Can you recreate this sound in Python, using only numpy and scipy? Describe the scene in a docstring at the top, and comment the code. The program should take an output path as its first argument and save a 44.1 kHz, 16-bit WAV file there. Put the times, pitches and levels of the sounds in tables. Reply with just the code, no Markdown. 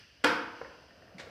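"""Slam on a garage floor

A hard object slams onto concrete: its edges land within a few milliseconds, and the garage rings.
A fainter hollow knock and a few small ticks follow; near the end come a short scuff, soft bumps
and one more faint knock. Under it lie a thin hiss, a low drone and a rustle that ebbs and grows."""
import sys
import numpy as np
from scipy import signal
from scipy.io import wavfile
from scipy.ndimage import uniform_filter1d

SR = 44100
rng = np.random.default_rng(int(sys.argv[2]) if len(sys.argv) > 2 else 0)


def inscribe(sig):
    """Save sig as 16-bit PCM at rate SR to the path in sys.argv[1].

    A 1-D sig is mono; a 2-D sig holds one channel per row.
    Samples are clipped to [-1, 1] before scaling.
    """
    pcm = np.round(np.clip(np.atleast_2d(sig).T, -1, 1) * 32767)
    wavfile.write(sys.argv[1], SR, pcm.astype(np.int16))


N = 57330
CLICK_SAMPLES = 4096


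def amp(db):
    """Decibels to gain."""
    return 10 ** (np.asarray(db) / 20)


def curve_at(points, hz):
    """A curve's value along a log-frequency axis."""
    freqs, values = np.transpose(points)
    return np.interp(np.log(hz + 1), np.log(freqs), values)


def add(mix, start_s, sound):
    """Lays a sound into the mix."""
    part = mix[round(start_s * SR):][:len(sound)]
    part += sound[:len(part)]


def click(colour, tilt_db_per_octave=0):
    """A minimum-phase click of unit energy with the given colour, tilted about 1 kHz."""
    hz = abs(np.fft.fftfreq(CLICK_SAMPLES, 1 / SR))
    octaves = np.log2(np.maximum(hz, 250) / 1000)
    log_gain = np.log(amp(curve_at(colour, hz) + tilt_db_per_octave * octaves))
    pulse = np.fft.ifft(np.exp(np.conj(signal.hilbert(log_gain)))).real
    return pulse / np.linalg.norm(pulse)


def noise(colour):
    """Steady noise of rms 1 with the given colour."""
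    return signal.fftconvolve(rng.standard_normal(N + CLICK_SAMPLES), click(colour), "valid")[:N]


def ring(modes, attack_s):
    """A struck body's modes: dying sines with a soft attack."""
    t = np.arange(N) / SR
    tones = sum(amp(db - 60 * t / t60) * np.sin(2 * np.pi * hz * t) for hz, db, t60 in modes)
    return tones * np.minimum(t / attack_s, 1)


def strikes(hits, modes, attack_s):
    """Light blows on one object, each waking the same modes."""
    out = np.zeros(N)
    for start_s, level_db in hits:
        add(out, start_s, amp(level_db) * ring(modes, attack_s))
    return out


def bursts(cues, colour):
    """Short bursts of noise that swell and die."""
    out, t = np.zeros(N), np.arange(N) / SR
    for start_s, attack_s, t60_s, level_db in cues:
        attack = np.minimum(t / attack_s, 1)
        decay = amp(level_db - 60 * np.maximum(t - attack_s, 0) / t60_s)
        add(out, start_s, noise(colour) * attack * decay)
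    return out


# Thin colour of the hiss: freq_hz, gain_db
HISS_COLOUR = [(25, -39), (100, 4), (200, 0.5), (500, -4), (1100, -7.5), (1600, 2.5), (2200, -3), (2800, 5),
               (3700, -9.5), (4500, -1.5), (4900, 1.5), (5170, -0.5), (5450, -6), (6100, -6), (6600, -21.5),
               (10000, -25), (15000, -29)]
# Fader ride on the hiss: time_s, level_db
HISS_FADER = [(0, -55), (.07, -60.5), (.2, -62.5), (.6, -58), (.9, -63), (1.3, -67)]
# Deep colour of the drone: freq_hz, gain_db
DRONE_COLOUR = [(12, -42), (25, -29), (44, -16.5), (62, 0.5), (80, -8), (120, -9.5), (250, -38),
                (1000, -70)]
# Dull colour of the rustle: freq_hz, gain_db
RUSTLE_COLOUR = [(20, -45), (50, -6.5), (110, 0), (145, -4), (190, -1.5), (240, -1.5), (380, -6), (520, -1),
                 (660, 1), (820, -12.5), (1500, -12), (3000, -28.5), (8000, -39.5)]
# Fader ride on the rustle: time_s, level_db
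RUSTLE_FADER = [(0, -102), (.3, -53.5), (.7, -63.5), (1.0, -59.5), (1.12, -57.5), (1.3, -52.5)]


def background(drone_db=-68):
    """The noise bed: thin hiss, steady drone and a rustle that swells, ebbs and slowly grows again."""
    t = np.arange(N) / SR
    hiss = noise(HISS_COLOUR) * amp(np.interp(t, *np.transpose(HISS_FADER)))
    rustle = noise(RUSTLE_COLOUR) * amp(np.interp(t, *np.transpose(RUSTLE_FADER)))
    return hiss + rustle + amp(drone_db) * noise(DRONE_COLOUR)


# Reverb time of the garage: freq_hz, t60_s
GARAGE_DECAY = [(100, 0.63), (250, 0.89), (500, 0.58), (1000, 0.87), (1600, 0.69), (2700, 0.65),
                (5000, 0.51), (8000, 0.44), (14000, .38)]


def garage_tail(build_s=0.0036):
    """The room's answer: dense reflections, each band dying at its own speed."""
    reflections = np.zeros(N)
    slots = np.arange(0, N - 10, 10)
    reflections[slots + rng.integers(0, 10, len(slots))] = rng.choice([-1., 1.], len(slots))
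    hz, t, bands = signal.stft(reflections, SR, nperseg=256)
    decay = amp(-60 * t / curve_at(GARAGE_DECAY, hz)[:, None])
    tail = signal.istft(bands * decay, SR)[1][:N]
    tail *= 1 - np.exp(-np.arange(N) / SR / build_s)
    return tail / np.linalg.norm(tail)


def in_garage(sound, reverb_db):
    """A dry sound plus its reverb."""
    return sound + amp(reverb_db) * signal.fftconvolve(sound, garage_tail())[:N]


# Bump cues: start_s, attack_s, t60_s, level_db
BUMP_CUES = [(1.137, 0.017, 0.2, -53.5), (1.267, .008, 0.17, -52)]
# Bassy colour of a bump: freq_hz, gain_db
BUMP_COLOUR = [(20, -53), (45, -18), (75, 0.5), (120, -7), (150, -12), (188, 7.5), (240, -11.5), (600, -18),
               (1200, -49), (5000, -72)]


def bumps():
    """Two soft, dry thuds of low noise."""
    return bursts(BUMP_CUES, BUMP_COLOUR)


# Strokes of the scuff: start_s, attack_s, t60_s, level_db
SCUFF_STROKES = [(1.182, .002, 0.044, -44), (1.187, 0.015, 0.083, -42)]
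# Midrange rasp of the scuff: freq_hz, gain_db
SCUFF_COLOUR = [(100, -15), (500, 0.5), (800, -0.5), (1000, -1.5), (1300, -5), (1750, 3), (2400, -2),
                (3000, -5.5), (4300, -5), (6500, -13.5), (10000, -28), (12000, -34), (15000, -50)]


def scuff(grit_depth=0.11):
    """A double scrape on the floor, its level roughened by grit."""
    grit = uniform_filter1d(rng.standard_normal(N), size=40)
    scrape = bursts(SCUFF_STROKES, SCUFF_COLOUR) * np.exp(grit_depth * grit / grit.std())
    return in_garage(scrape, reverb_db=-3.5)


# Tick cues: start_s, level_db
TICK_HITS = [(.6465, -35), (.907, -45), (1.022, -46.5), (1.079, -48.5)]
# Modes of a tick: pitch_hz, level_db, t60_s
TICK_TONES = [(1465, 0, 0.014), (1812, -2.5, 0.026), (1890, -10, 0.018)]


def ticks():
    """Tiny taps that ring high and die at once."""
    return in_garage(strikes(TICK_HITS, TICK_TONES, attack_s=0.002), reverb_db=-6)


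# Knock cues: start_s, level_db
KNOCK_HITS = [(.6125, -27), (1.270, -42)]
# Modes of a knock: pitch_hz, level_db, t60_s
KNOCK_TONES = [(136, -13, 0.034), (478, -24, 0.37), (503, 6, 0.019), (760, -4.5, 0.026), (1013, 1.5, 0.017),
               (1410, 1, 0.015), (1680, -8, 0.026), (2190, -17, 0.045)]


def knocks():
    """Two light blows with a hollow ring, the second much fainter."""
    return in_garage(strikes(KNOCK_HITS, KNOCK_TONES, attack_s=0.0042), reverb_db=-3.5)


# Crack of an edge on concrete: freq_hz, gain_db
CRACK_COLOUR = [(20, -50), (60, -47), (180, -19), (300, -12.5), (500, 2.5), (700, -2.5), (1000, -4.5),
                (1600, 6.5), (2050, 2), (2450, -6), (2800, -1.5), (4000, -11.5), (5800, -17.5),
                (6500, -24.5), (7500, -18.5), (8700, -26.5), (9800, -34.5), (10700, -28), (12500, -45),
                (15000, -52)]


def contact(tilt_db_per_octave, clean_share=0.1, crunch_t60_s=0.014):
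    """One edge lands: its energy splits between a clean spike and a brief crunch."""
    t = np.arange(CLICK_SAMPLES) / SR
    crunch = rng.standard_normal(CLICK_SAMPLES) * amp(-60 * t / crunch_t60_s)
    force = np.sqrt(1 - clean_share) * crunch / np.linalg.norm(crunch)
    force[0] += np.sqrt(clean_share)
    return signal.fftconvolve(force, click(CRACK_COLOUR, tilt_db_per_octave))


# Edges hitting the floor, hardest last: start_s, level_db, tilt_db_per_octave
EDGE_HITS = [(0.2397, -6, -0.5), (0.2432, -7, -2), (0.2444, -2.5, 6.5), (0.2457, 3, -0.5)]
# Slapback of the hardest hit: delay_s, level_db, tilt_db_per_octave
SLAPBACKS = [(0.0127, -8.5, -8), (0.0241, -2.5, -3), (0.032, -10, 1), (0.057, -9, -5.5)]
# Colour of the slam as the room returns it: freq_hz, gain_db
BOOM_COLOUR = [(20, -55), (50, -28), (100, -17), (150, -16), (185, -8.5), (215, -7.5), (270, 0.5),
               (345, -2.5), (385, -15), (420, -10), (460, 7), (540, 0), (630, -19), (720, -0.5),
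               (790, -17.5), (900, -0.5), (1150, -5), (1500, 2), (1950, -7), (2400, -6.5), (2700, -11),
               (3300, -11.5), (4000, -17.5), (5000, -11.5), (6000, -22.5), (6600, -28.5), (9000, -33),
               (12000, -34.5), (13500, -44), (15000, -46)]
# Short modes of the object: pitch_hz, level_db, t60_s
OBJECT_MODES = [(287.7, -22.5, 0.094), (465.6, -22.5, 0.13), (524.5, -17, 0.076), (604, -21, 0.049),
                (840, -30, .15), (1038, -39, 0.17), (1566, -16, 0.055), (1710, -15, 0.045),
                (2458, -20, 0.068)]
# Long rings of the garage: pitch_hz, level_db, t60_s
GARAGE_MODES = [(299, -39, 0.95), (332.5, -42, 0.94), (478.8, -30.5, 0.5), (730.7, -46, 0.55),
                (859, -41.5, 0.95), (900, -43, 0.35), (922, -40, 0.98), (964, -41, 0.44), (1262, -39, 0.87),
                (1389, -29.5, 0.53), (1500, -36, 0.41), (1541, -32.5, 0.8), (2193, -38, 0.66),
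                (2497, -40, .5), (2876, -47, 0.44), (3213, -37.5, 0.36), (4910, -45.5, 0.49)]


def slam(boom_db=8):
    """The object lands edge after edge and rings briefly; the garage echoes, booms and rings on."""
    out = np.zeros(N)
    first_s, hardest_s = EDGE_HITS[0][0], EDGE_HITS[-1][0]
    for start_s, level_db, tilt in EDGE_HITS:
        add(out, start_s, amp(level_db) * contact(tilt))
    for delay_s, level_db, tilt in SLAPBACKS:
        add(out, hardest_s + delay_s, amp(level_db) * click(CRACK_COLOUR, tilt))
    add(out, first_s, amp(boom_db) * signal.fftconvolve(garage_tail(), click(BOOM_COLOUR)))
    add(out, first_s, ring(OBJECT_MODES, attack_s=0.01))
    add(out, first_s, ring(GARAGE_MODES, attack_s=0.0034))
    return out


def scene():
    """All sources in one mono mix."""
    return (knocks() + ticks() + slam() + scuff() + bumps() + background())[None]


def record(dry, low_cut_hz=39, high_cut_hz=15400):
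    """The recorder trims the deep rumble and the very top."""
    low_cut = signal.butter(N=4, Wn=low_cut_hz, btype="high", fs=SR, output="sos")
    high_cut = signal.firwin(401, high_cut_hz, window=("kaiser", 9), fs=SR)
    return signal.oaconvolve(signal.sosfilt(low_cut, dry), high_cut[None], "same")


dry = scene()
out = record(dry)
inscribe(out)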